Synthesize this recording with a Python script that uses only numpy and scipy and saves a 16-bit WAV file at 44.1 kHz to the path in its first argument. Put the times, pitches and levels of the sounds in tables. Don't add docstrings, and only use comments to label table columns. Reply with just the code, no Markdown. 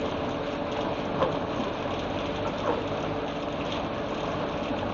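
import sys
import numpy as np
from scipy import signal
from scipy.fft import rfft, irfft, next_fast_len
from scipy.io import wavfile
from scipy.ndimage import uniform_filter1d, map_coordinates

SR = 44100
rng = np.random.default_rng(int(sys.argv[2]) if len(sys.argv) > 2 else 0)


def level_to_linear(level):
    exponent = np.asarray(level, float) / 20
    return 10 ** exponent


def store_wav(level_fs):
    pcm = np.round(np.clip(np.atleast_2d(level_fs), -1, 1) * 32767)
    wavfile.write(sys.argv[1], SR, pcm.T.astype(np.int16))


N = 217677
TIME = np.arange(N) / SR

# time_s, firing_rate_hz
FIRING_RATE = [
    (0, 43.4),
    (.6, 42.9),
    (1.3, 42.9),
    (1.95, 43.6),
    (2.17, 48.2),
    (2.45, 50.2),
    (2.7, 51),
    (3.5, 51.3),
    (4.6, 51.2),
    (4.94, 50.2),
]
# time_s, load_0_to_1
ENGINE_LOAD = [
    (0, 0.56),
    (.5, 0.16),
    (1.8, 0.06),
    (2.1, 1),
    (3.2, 0.8),
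    (3.5, 0.1),
    (3.75, 0.6),
    (4.65, 0.34),
    (4.94, 1.3),
]
ORDERS_LIGHT = (-55.5, -54, -52, -50.5)
ORDERS_LOADED = (-50, -46, -50.5, -68.5)

GEAR_MESH = [
    (-56, -64, -54, -62, -54, -60, -52, -43.5, -53, -50, -59),
    (-62, -62, -54, -63, -54, -60, -57, -43.2, -49, -56, -60),
]
# pitch_hz, first_level_db, last_level_db, unsteadiness_hz
PLANT_HUMS = [
    (30.3, -60, -60, .2),
    (78, -60, -60, .6),
    (102, -55, -62, 1),
    (152, -59, -56, 1),
    (174, -60, -53, 1.2),
    (252, -46.5, -60, .6),
    (694, -55, -55, 2.5),
    (804, -54, -55, .4),
    (1107, -60, -60, 6),
    (2480, -66, -66, 14),
]

# time_s, piston_rate_hz
PISTON_RATE = [(0, 444), (.2, 441), (.55, 440), (.95, 444), (1.4, 439), (1.95, 440), (2.2, 447),
               (2.45, 443), (2.7, 433), (3, 440.5), (3.5, 445.5), (3.85, 442), (4.1, 435), (4.3, 437.5),
               (4.6, 444), (4.94, 447)]
# time_s, level_db
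PUMP_PRESSURE = [(0, -41.5), (.6, -42), (1.1, -44.5), (1.7, -43.5), (2.2, -44), (2.6, -46), (3.1, -42.5),
                 (3.6, -47), (4.15, -41.5), (4.5, -45), (4.94, -48)]

# time_s, level_db
FALLING_LOAD = [(0, -36), (.56, -40.5), (1.2, -34.5), (1.5, -37), (2.13, -38.5), (2.6, -37.5), (2.97, -36),
                (3.31, -39), (3.68, -38), (4.04, -38), (4.53, -36), (4.94, -38.5)]
# time_s, level_db
CHUTE_FLOW = [(0, -46.5), (.56, -48), (.76, -46.5), (1.14, -46.5), (1.48, -48.5), (1.64, -45.5),
              (1.8, -48.5), (2.13, -46.5), (2.7, -47), (3.31, -48), (3.58, -48), (3.73, -44), (3.86, -47.5),
              (4.04, -48), (4.2, -47), (4.5, -48), (4.94, -47)]
# frequency_hz, density_db
RUMBLE_SPECTRUM = [(10, -57), (22, -28.5), (40, -10), (70, -1), (130, 0), (250, 2.5), (350, 1), (420, -1),
                   (600, -31.5), (1200, -120)]
# frequency_hz, density_db
ROAR_SPECTRUM = [(120, -120), (250, -30.5), (400, -11), (480, -3), (650, 1), (760, -3.5), (1130, -5.5),
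                 (1400, -11.5), (1700, -14), (2000, -31), (2600, -35.5), (4000, -120)]
# frequency_hz, density_db
RUSH_SPECTRUM = [(600, -120), (1200, -30), (1900, -2.5), (2450, 2.5), (3000, -1), (3730, -1.5),
                 (4250, -7.5), (4790, -20), (5400, -35), (7000, -120)]
# frequency_hz, density_db
FIZZ_SPECTRUM = [(2500, -120), (3800, -24), (4700, -1.5), (5300, 0), (6300, 0.5), (6900, -5), (8000, 3),
                 (11000, -120)]

# start_s, peak_db, low_mode_hz, high_mode_hz, high_mode_db
HEAVY_LUMPS = [(1.206, -19, 705, 1064, 0.5), (1.2176, -8, 561, 1036, -1), (1.2268, -4, 540, 1035, -9),
               (1.2324, -16, 527, 1040, -9.5), (1.2415, -17, 515, 890, -3.5), (1.248, -23, 872, 1056, 2),
               (1.259, -16, 337, 880, -13), (1.271, -18, 498, 960, -13), (1.2855, -20, 580, 880, -14),
               (1.299, -39, 265, 1030, -12), (1.2, -32, 184.6, 994, -20), (1.232, -21, 200, 1587, -11),
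               (1.293, -25, 165, 990, -18.5), (1.596, -14, 248, 1020, -21), (2.698, -19, 306, 1267, -11),
               (2.726, -25.5, 208, 990, -18), (2.655, -19.5, 622, 964, -13), (2.665, -22.5, 613, 1440, -4),
               (2.675, -16, 570, 1000, 3), (2.6912, -8, 494, 946, -2.5), (2.6972, -19, 438, 890, 1),
               (2.7035, -18.5, 458, 863, 0.5), (2.722, -26.5, 540, 1050, 2), (2.742, -25, 625, 953, 6.5),
               (2.777, -16, 488, 900, -11), (3.032, -21, 455, 1300, -10), (3.037, -17.5, 667, 1300, -5)]
# start_s, peak_db, low_mode_hz, high_mode_hz, high_mode_db
LIGHT_LUMPS = [(.141, -24, 295, 896, -8), (0.456, -28, 540, 970, -18), (.6455, -25, 600, 980, -8),
               (.764, -31, 556, 842, 8), (.788, -24, 592, 980, 4.5), (.848, -30, 554, 977, 9),
               (.857, -24, 614, 1050, -3), (1.632, -37, 560, 1066, 9.5), (1.669, -18, 401, 987, -4.5),
               (1.853, -25, 557, 934, 3), (1.912, -33, 598, 1130, 5), (2.16, -23.5, 624, 1015, -17),
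               (2.21, -24, 554, 1004, -12), (2.383, -27.5, 606, 880, 5.5), (2.452, -22.5, 601, 1330, -2),
               (2.461, -19.5, 596, 920, 3), (2.474, -19.5, 607, 897, 0.5), (2.561, -22.5, 634, 1054, -7.5),
               (2.594, -22.5, 548, 940, -3), (2.636, -28, 547, 1103, 5), (3.161, -29, 616, 1010, -18),
               (3.601, -35, 557, 1120, 3), (3.655, -23, 520, 1006, -4.5), (3.734, -23.5, 365, 915, -2),
               (3.772, -28.5, 665, 1130, 2.5), (3.862, -24, 570, 910, -20), (4.124, -33, 574, 1076, 8),
               (4.21, -25, 606, 970, -18), (4.326, -37, 613, 1134, 2), (4.343, -26, 560, 1143, 0),
               (4.363, -37, 542, 1000, 2), (4.408, -25, 496, 996, -2), (4.475, -34.5, 605, 1290, 6),
               (4.705, -17, 263, 826, -20), (4.74, -22, 550, 825, 0), (4.828, -23, 560, 810, 3),
               (2.92, -23, 645, 1000, -6)]
# start_s, peak_db, low_mode_hz, high_mode_hz, high_mode_db
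FURTHER_LUMPS = [(.026, -26, 500, 1010, -7), (.122, -29, 547, 1020, 4), (.408, -20.5, 550, 1010, -15),
                 (1.423, -20, 565, 1010, -8), (1.891, -32, 570, 1020, 4), (2.979, -26, 546, 1010, -13),
                 (3.643, -24.5, 560, 995, -2), (3.678, -22.5, 572, 990, -10), (4.226, -24, 592, 1000, -15),
                 (4.272, -33, 586, 1050, -4), (4.287, -40, 596, 1120, -3), (4.337, -35, 605, 1053, 6),
                 (1.291, -29, 586, 880, -14), (2.686, -28, 500, 988, -1.5), (1.2243, -19, 540, 1017, 9.5)]

# start_s, peak_db, blade_mode_hz, top_db
BLADE_STONES = [(0.0131, -40, 2850, -2.5), (0.0591, -30, 3460, -14), (0.1132, -41.5, 3120, -3),
                (0.2926, -43, 2920, 0), (0.7179, -33, 3040, -9), (0.8093, -28, 3450, -15),
                (0.8155, -30.5, 3480, -18), (1.0541, -46.5, 3360, 2.5), (1.2271, -25, 3200, -30),
                (1.3222, -38.5, 3600, -10), (1.3277, -32, 3380, -16), (1.6, -36, 2850, -11),
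                (1.637, -30.5, 3640, -20), (1.6423, -33.5, 3670, -9), (1.7371, -36, 3310, -11),
                (1.7881, -34.5, 3210, -15), (1.8266, -30.5, 3100, -16), (1.9077, -30, 3380, -16),
                (1.9403, -30.5, 3170, -12), (1.9936, -27, 3770, -13), (1.9983, -30, 3260, -15),
                (2.1888, -26, 3420, -18), (2.2577, -27, 3370, -17), (2.3599, -29, 3300, -16.5),
                (2.3648, -34, 3510, -10), (2.4718, -46, 2630, 0), (2.4747, -39, 2730, -3),
                (2.4794, -39.5, 3100, -7), (2.5843, -29, 3640, -10), (2.6035, -27.5, 3400, -14),
                (2.6606, -41, 2680, -3), (2.8199, -35.5, 3140, -11), (2.877, -30.5, 3510, -12),
                (2.9731, -32, 3380, -14), (3.0035, -37, 3060, -8), (3.0284, -34, 3130, -5.5),
                (3.2808, -29.5, 3040, -17), (3.2844, -32, 3310, -16.5), (3.4261, -31.5, 3540, -15),
                (3.4292, -32, 3120, -15), (3.5267, -31.5, 3320, -9.5), (3.6635, -33, 3200, -10),
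                (3.722, -24.5, 3260, -14), (3.7251, -22.5, 3640, -21), (3.767, -32, 3300, -17),
                (4.0869, -37, 3100, -8), (4.107, -41.5, 3230, -2.5), (4.1439, -31.5, 3150, -14),
                (4.2058, -31.5, 3560, -8), (4.7901, -27.5, 3160, -28)]
# start_s, peak_db, top_db
LIGHT_STONES = [(0.3085, -32, -14), (0.3164, -37, -8), (0.3227, -40.5, -10), (0.4654, -37, -14),
                (0.5185, -44, -6), (0.5279, -36, -12), (0.537, -38.5, -10), (0.7239, -28, -16),
                (0.7713, -33, -16), (0.9555, -41, -18), (0.9695, -43, -16.5), (1.2339, -43.5, -5),
                (1.3576, -31, -19), (1.5474, -35.5, -15.5), (1.5614, -46, 1.5), (1.6077, -33, -13),
                (1.6449, -36.5, -15), (1.6823, -35, -20), (1.9626, -33, -18), (2.0449, -45, -6),
                (2.1016, -38, -9), (2.1097, -34, -21), (2.2056, -36, -10), (2.2643, -33.5, -11),
                (2.3727, -32.5, -26), (2.5967, -33, -17.5), (2.8239, -35, -25), (3.0479, -32, -22),
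                (3.0645, -35.5, -17), (3.3044, -33, -20.5), (3.3702, -38, -10.5), (3.4051, -33.5, -13),
                (3.421, -37, -14), (3.6102, -29.5, -21), (3.614, -37, -24), (3.6523, -41, -3),
                (3.7139, -32.5, -15), (3.7309, -37, -26), (3.7468, -37.5, -7), (3.7524, -36.5, -15),
                (3.7596, -36, -11), (3.7959, -41, -5), (3.9473, -36.5, -13), (3.9825, -37, -10),
                (4.1466, -39, -6), (4.1803, -34, -10), (4.2592, -36.5, -11), (4.2896, -40, -9),
                (4.3088, -49, 1.5), (4.3177, -47, 3), (4.4964, -36.5, -13), (4.5259, -33, -15),
                (4.5772, -33, -12), (4.6319, -33, -11.5), (4.6573, -31.5, -16), (4.6835, -31.5, -23),
                (4.7782, -45, -7), (4.7863, -38, -9), (4.8912, -53, -1), (4.9103, -44.5, -11)]
# start_s, peak_db, top_db
FAINT_STONES = [(0.021, -37, -19), (0.023, -43, -25), (0.0541, -37, -13), (0.0647, -46, -24),
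                (0.094, -38, -10), (0.0984, -40.5, -26), (0.123, -29, -20), (0.1694, -39, -12.5),
                (0.4896, -39, -16.5), (0.5045, -42, -6), (0.534, -36, -24), (0.5674, -42, -12),
                (0.73, -39.5, -8), (0.8128, -34, -14), (0.8222, -39, -12), (1.0444, -38, -18),
                (1.2417, -31.5, -21), (1.3776, -43, -9), (1.5324, -35, -21), (1.577, -44, -6),
                (1.6546, -41, -11), (1.8773, -34, -18), (1.9113, -31.5, -22), (2.006, -36, -13),
                (2.0178, -32, -29), (2.0657, -41, -13), (2.0713, -37, -25), (2.146, -35, -23),
                (2.1755, -32, -22), (2.1967, -37, -27), (2.2135, -37, -25), (2.228, -35.5, -22),
                (2.2708, -32, -24), (2.3492, -35.5, -14), (2.4645, -46, -6), (2.6737, -42, -9),
                (2.88, -35.5, -13), (2.9344, -45, -5), (3.007, -35, -16), (3.0258, -39, -16),
                (3.287, -38, -18), (3.3115, -39, -13), (3.6024, -32.5, -21.5), (3.7017, -37, -12),
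                (3.7572, -38, -12), (3.777, -37, -22), (3.847, -42, -9), (4.003, -45, -7),
                (4.102, -35, -15), (4.1499, -34, -16), (4.1984, -35, -17), (4.233, -35.5, -9),
                (4.2767, -42, -3), (4.3217, -32.5, -19), (4.357, -37.5, -12), (4.4896, -35, -12.5),
                (4.6384, -33, -13), (4.687, -38, -13), (4.8939, -42, -9), (4.8994, -47, -15)]

# frequency_hz, t60_s
DRUM_RINGING = [(200, 0.35), (1000, 0.56), (3500, 0.35), (7000, 0.12)]
# frequency_hz, level_db
CAMERA_BAND = [(6600, 1.5), (7000, -1.5), (7400, -14.5), (7800, -26), (8600, -48), (11000, -120)]
# start_s, length_s
COARSE_MOMENTS = [(.119, .045), (.334, .025), (.572, .036), (.871, .06), (1.257, .052), (1.582, .015),
                  (1.701, .04), (2.226, .02), (2.406, .05), (3.236, .025), (3.885, .04), (4.717, .05)]


def unit(x):
    return x / np.sqrt(np.mean(x ** 2) + 1e-20)


def along(points, hz):
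    f, v = np.transpose(points)
    return np.interp(np.log(hz + 1), np.log(f + 1), v)


def curve(rows):
    s, value = np.transpose(rows)
    return np.interp(TIME, s, value)


def wobble(rate):
    return map_coordinates(rng.standard_normal(int(N * rate / SR) + 4), [TIME * rate])


def filtered(x, spectrum):
    m = next_fast_len(N + 8192)
    gain = level_to_linear(along(spectrum, np.fft.rfftfreq(m, 1 / SR)))
    return irfft(rfft(x, m) * gain, m)[:N]


def coloured(x, spectrum):
    return unit(filtered(x, spectrum))


def patchy(depth_db):
    z = signal.stft(rng.standard_normal(N), nperseg=512)[2]
    field = uniform_filter1d(rng.standard_normal(z.shape), 5, 0)
    field = unit(uniform_filter1d(field, 6, 1))
    return signal.istft(z * level_to_linear(depth_db * field), nperseg=512)[1][:N]


def band(hz, sharpness, count):
    b, a = signal.iirpeak(hz, sharpness, SR)
    once = signal.lfilter(b, a, rng.standard_normal(count + 500))
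    return unit(signal.lfilter(b, a, once)[500:])


def tone(hz, db, zero_s=None):
    start = rng.random() if zero_s is None else -hz * zero_s
    cycles = np.cumsum(hz * np.ones(N)) / SR + start
    return np.sqrt(2) * level_to_linear(db) * np.sin(2 * np.pi * cycles)


def plant_hums():
    out = np.zeros(N)
    for hz, first_db, last_db, drift_hz in PLANT_HUMS:
        level_db = np.linspace(first_db, last_db, N) + min(3, 3.5 * drift_hz) * wobble(4)
        out += tone(hz + drift_hz * wobble(6), level_db)
    return out


def gears():
    shaft_hz, teeth = 15.98, 18
    swell_s, wear_db_per_s = 4.8, 1.2
    out = np.zeros(N)
    for harmonic, row in enumerate(GEAR_MESH, 1):
        lowest = teeth * harmonic - len(row) + 4
        for order, db in enumerate(row, lowest):
            near_double = abs(order - 2 * teeth) < 2
            wear_db = wear_db_per_s * (TIME - 3) * (order == 2 * teeth + 1)
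            level_db = db + wear_db + 1.2 * wobble(6)
            out += tone(order * shaft_hz, level_db, swell_s if near_double else None)
    return out


def engine():
    firing_hz, load = curve(FIRING_RATE), curve(ENGINE_LOAD)
    out = np.zeros(N)
    for order, (light_db, loaded_db) in enumerate(zip(ORDERS_LIGHT, ORDERS_LOADED), 1):
        level_db = light_db + load * (loaded_db - light_db) + 0.78 * wobble(6.8)
        out += tone(order * firing_hz, level_db)
    return out


def pump():
    piston_hz = curve(PISTON_RATE)
    push_db = curve(PUMP_PRESSURE) + 2.0 * wobble(8)
    strain_db = 8 * np.exp(-((TIME - 4.78) / .13) ** 2)
    half_db = -58.5 + 0.91 * TIME + strain_db
    main = tone(piston_hz + 2.1 * wobble(25), push_db + 1.9 * wobble(26))
    half = tone(piston_hz / 2, half_db + 3 * wobble(4.5))
    upper = tone(3 / 2 * piston_hz, push_db - 14.5 + 3 * wobble(5))
    return main + half + upper


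def flow():
    fall_db, rush_db = curve(FALLING_LOAD), curve(CHUTE_FLOW)
    fall_swing_db = fall_db - fall_db.mean()
    rumble_db = fall_db.mean() + 1.1 * fall_swing_db
    roar_db = fall_db.mean() + 0.37 * fall_swing_db
    fizz_db = -64.5 + 0.7 * (rush_db - rush_db.mean())
    hits = (rng.random(N) < 400 / SR) * level_to_linear(4 * rng.exponential(size=N).clip(0, 2.5))
    bursts = signal.fftconvolve(hits, level_to_linear(-np.arange(40) * 1.))[:N]
    stones = unit(bursts * rng.standard_normal(N))
    slosh_db = 1.05 * wobble(22.053)
    rumble = level_to_linear(rumble_db - 2.0) * coloured(patchy(1.3), RUMBLE_SPECTRUM)
    roar = level_to_linear(roar_db + 1.11 + 0.19 * wobble(16)) * coloured(patchy(1.3) + .15 * stones, ROAR_SPECTRUM)
    rush = level_to_linear(rush_db + .3 + slosh_db) * coloured(patchy(.9) + .35 * stones, RUSH_SPECTRUM)
    fizz_db = fizz_db + 1.4 * slosh_db + 0.52 * wobble(45)
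    fizz = level_to_linear(fizz_db) * coloured(patchy(1.8) + .8 * stones, FIZZ_SPECTRUM)
    return rumble + roar + rush + fizz


def ticks():
    contact_s, spit_leads_s, chips_t60_s = .0005, .0003, .034
    out, spit, chips = np.zeros(N + SR), np.zeros(N + SR), np.zeros(N + SR)
    t = TIME[:SR // 20]
    contact = (t / contact_s * np.exp(1 - t / contact_s)) ** 2
    scatter = level_to_linear(-8 - 60 * t / chips_t60_s) * (1 - np.exp(-t / .002)) ** 2

    def click(hz):
        return contact * np.sin(2 * np.pi * (hz * t + rng.random()))

    small = [(.01 + a * (TIME[-1] - .02), -39 + 3 * (2 * b - 1), -15) for a, b in rng.random((80, 2))]
    light = []
    for s, db, top_db in [*LIGHT_STONES, *FAINT_STONES, *small]:
        light.append((s, db, 3200 + 380 * np.clip(rng.normal(), -2, 2), top_db))
    for s, db, blade_hz, top_db in [*BLADE_STONES, *light]:
        at = round((s - contact_s) * SR)
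        spit_at = at - round(spit_leads_s * SR)
        blade = level_to_linear(1.3) * click(blade_hz) + scatter * band(blade_hz, 3.2, count=len(t))
        out[at:][:len(t)] += level_to_linear(db) * blade
        spit[spit_at:][:len(t)] += level_to_linear(db + top_db + .8) * click(6170 + 460 * rng.normal())
        chips[at:][:len(t)] += level_to_linear(db + top_db + 1) * scatter
    bright_chips = chips[:N] * coloured(rng.standard_normal(N), FIZZ_SPECTRUM)
    return filtered(out[:N], RUSH_SPECTRUM) + filtered(spit[:N], FIZZ_SPECTRUM) + bright_chips


def knocks():
    out, t = np.zeros(N + SR), TIME[:SR // 5]
    rise = (1 - np.exp(-t / 0.0016)) ** 2
    for s, db, low_hz, high_hz, high_db in [*HEAVY_LUMPS, *LIGHT_LUMPS, *FURTHER_LUMPS]:
        t60 = 0.045 * level_to_linear(-0.3 * (db + 15.5)) * (500 / low_hz) ** 0.49
        plate_wander = low_hz / 500 * np.cumsum(rng.normal(0, .022, len(t)))
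        plate = np.sin(2 * np.pi * low_hz * t + plate_wander)
        upper_wander = np.cumsum(rng.normal(0, .03, len(t)))
        upper = 1.36 * np.sin(2 * np.pi * high_hz * t + upper_wander)
        clang = level_to_linear(-10.5) * band(1420, 2.6, count=len(t))
        scrape = level_to_linear(high_db - 1.5 - 25 * t / t60) * (upper + clang)
        at = round((s - .0015) * SR)
        out[at:][:len(t)] += level_to_linear(db - 3.0 - 60 * t / t60) * rise * (plate + scrape)
    return out[:N]


def drum(x):
    hz, t, z = signal.stft(rng.standard_normal(SR // 3), SR, nperseg=256)
    decay = level_to_linear(-60 * t / along(DRUM_RINGING, hz)[:, None])
    tail = signal.istft(z * decay, SR, nperseg=256)[1]
    return signal.fftconvolve(x, tail / np.linalg.norm(tail))[:N]


def scene():
    lumps, stones = knocks(), ticks()
    hits = lumps + stones + level_to_linear(-13) * drum(lumps) + level_to_linear(-6.0) * drum(stones)
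    return (plant_hums() + gears() + engine() + pump() + flow() + hits)[None]


def coarse_treble(x):
    block = 704
    n = np.arange(2 * block)
    k = np.arange(round(4600 * 2 * block / SR), block // 2)
    window = np.sin(np.pi * (n + .5) / (2 * block))
    cosines = np.cos(np.pi / block * np.outer(n + .5 + block / 2, k + .5))
    basis = window[:, None] * cosines * np.sqrt(2 / block)
    starts = np.arange(0, N + block, block)
    at = starts[:, None] + n
    lines = np.pad(x, (block, 2 * block))[at] @ basis
    nearby = np.sqrt(abs(uniform_filter1d(lines ** 2, size=40, axis=1)))
    coarse = np.zeros(len(starts))
    for s, length in COARSE_MOMENTS:
        inside = abs(starts / SR - s - length / 2) < length / 2 + .006
        coarse += level_to_linear(9.5 + 58 * length) * inside
    usual_step = level_to_linear(-53.0 + 4.8 * rng.standard_normal((len(starts), 1)))
    step = np.maximum(usual_step, coarse[:, None] * nearby / 1.04)
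    group_db = 2.2 * rng.standard_normal((len(starts), len(k) // 10 + 1))
    step = step * level_to_linear(group_db[:, (k - k[0]) // 10])
    topmost = k * SR / (2 * block) > 6600
    step = step * level_to_linear(6 * abs(rng.standard_normal((len(starts), 1))) * topmost)
    error = (np.round(lines / step) * step - lines) @ basis.T
    return x + np.bincount(at.ravel(), error.ravel())[block:block + N]


def low_pass(x):
    return signal.sosfilt(signal.butter(12, 7840, fs=SR, output="sos"), x)


def record(dry):
    heard = filtered(dry[0], CAMERA_BAND)
    mix = coarse_treble(heard)[None]
    return low_pass(mix)


dry = scene()
out = record(dry)
store_wav(out)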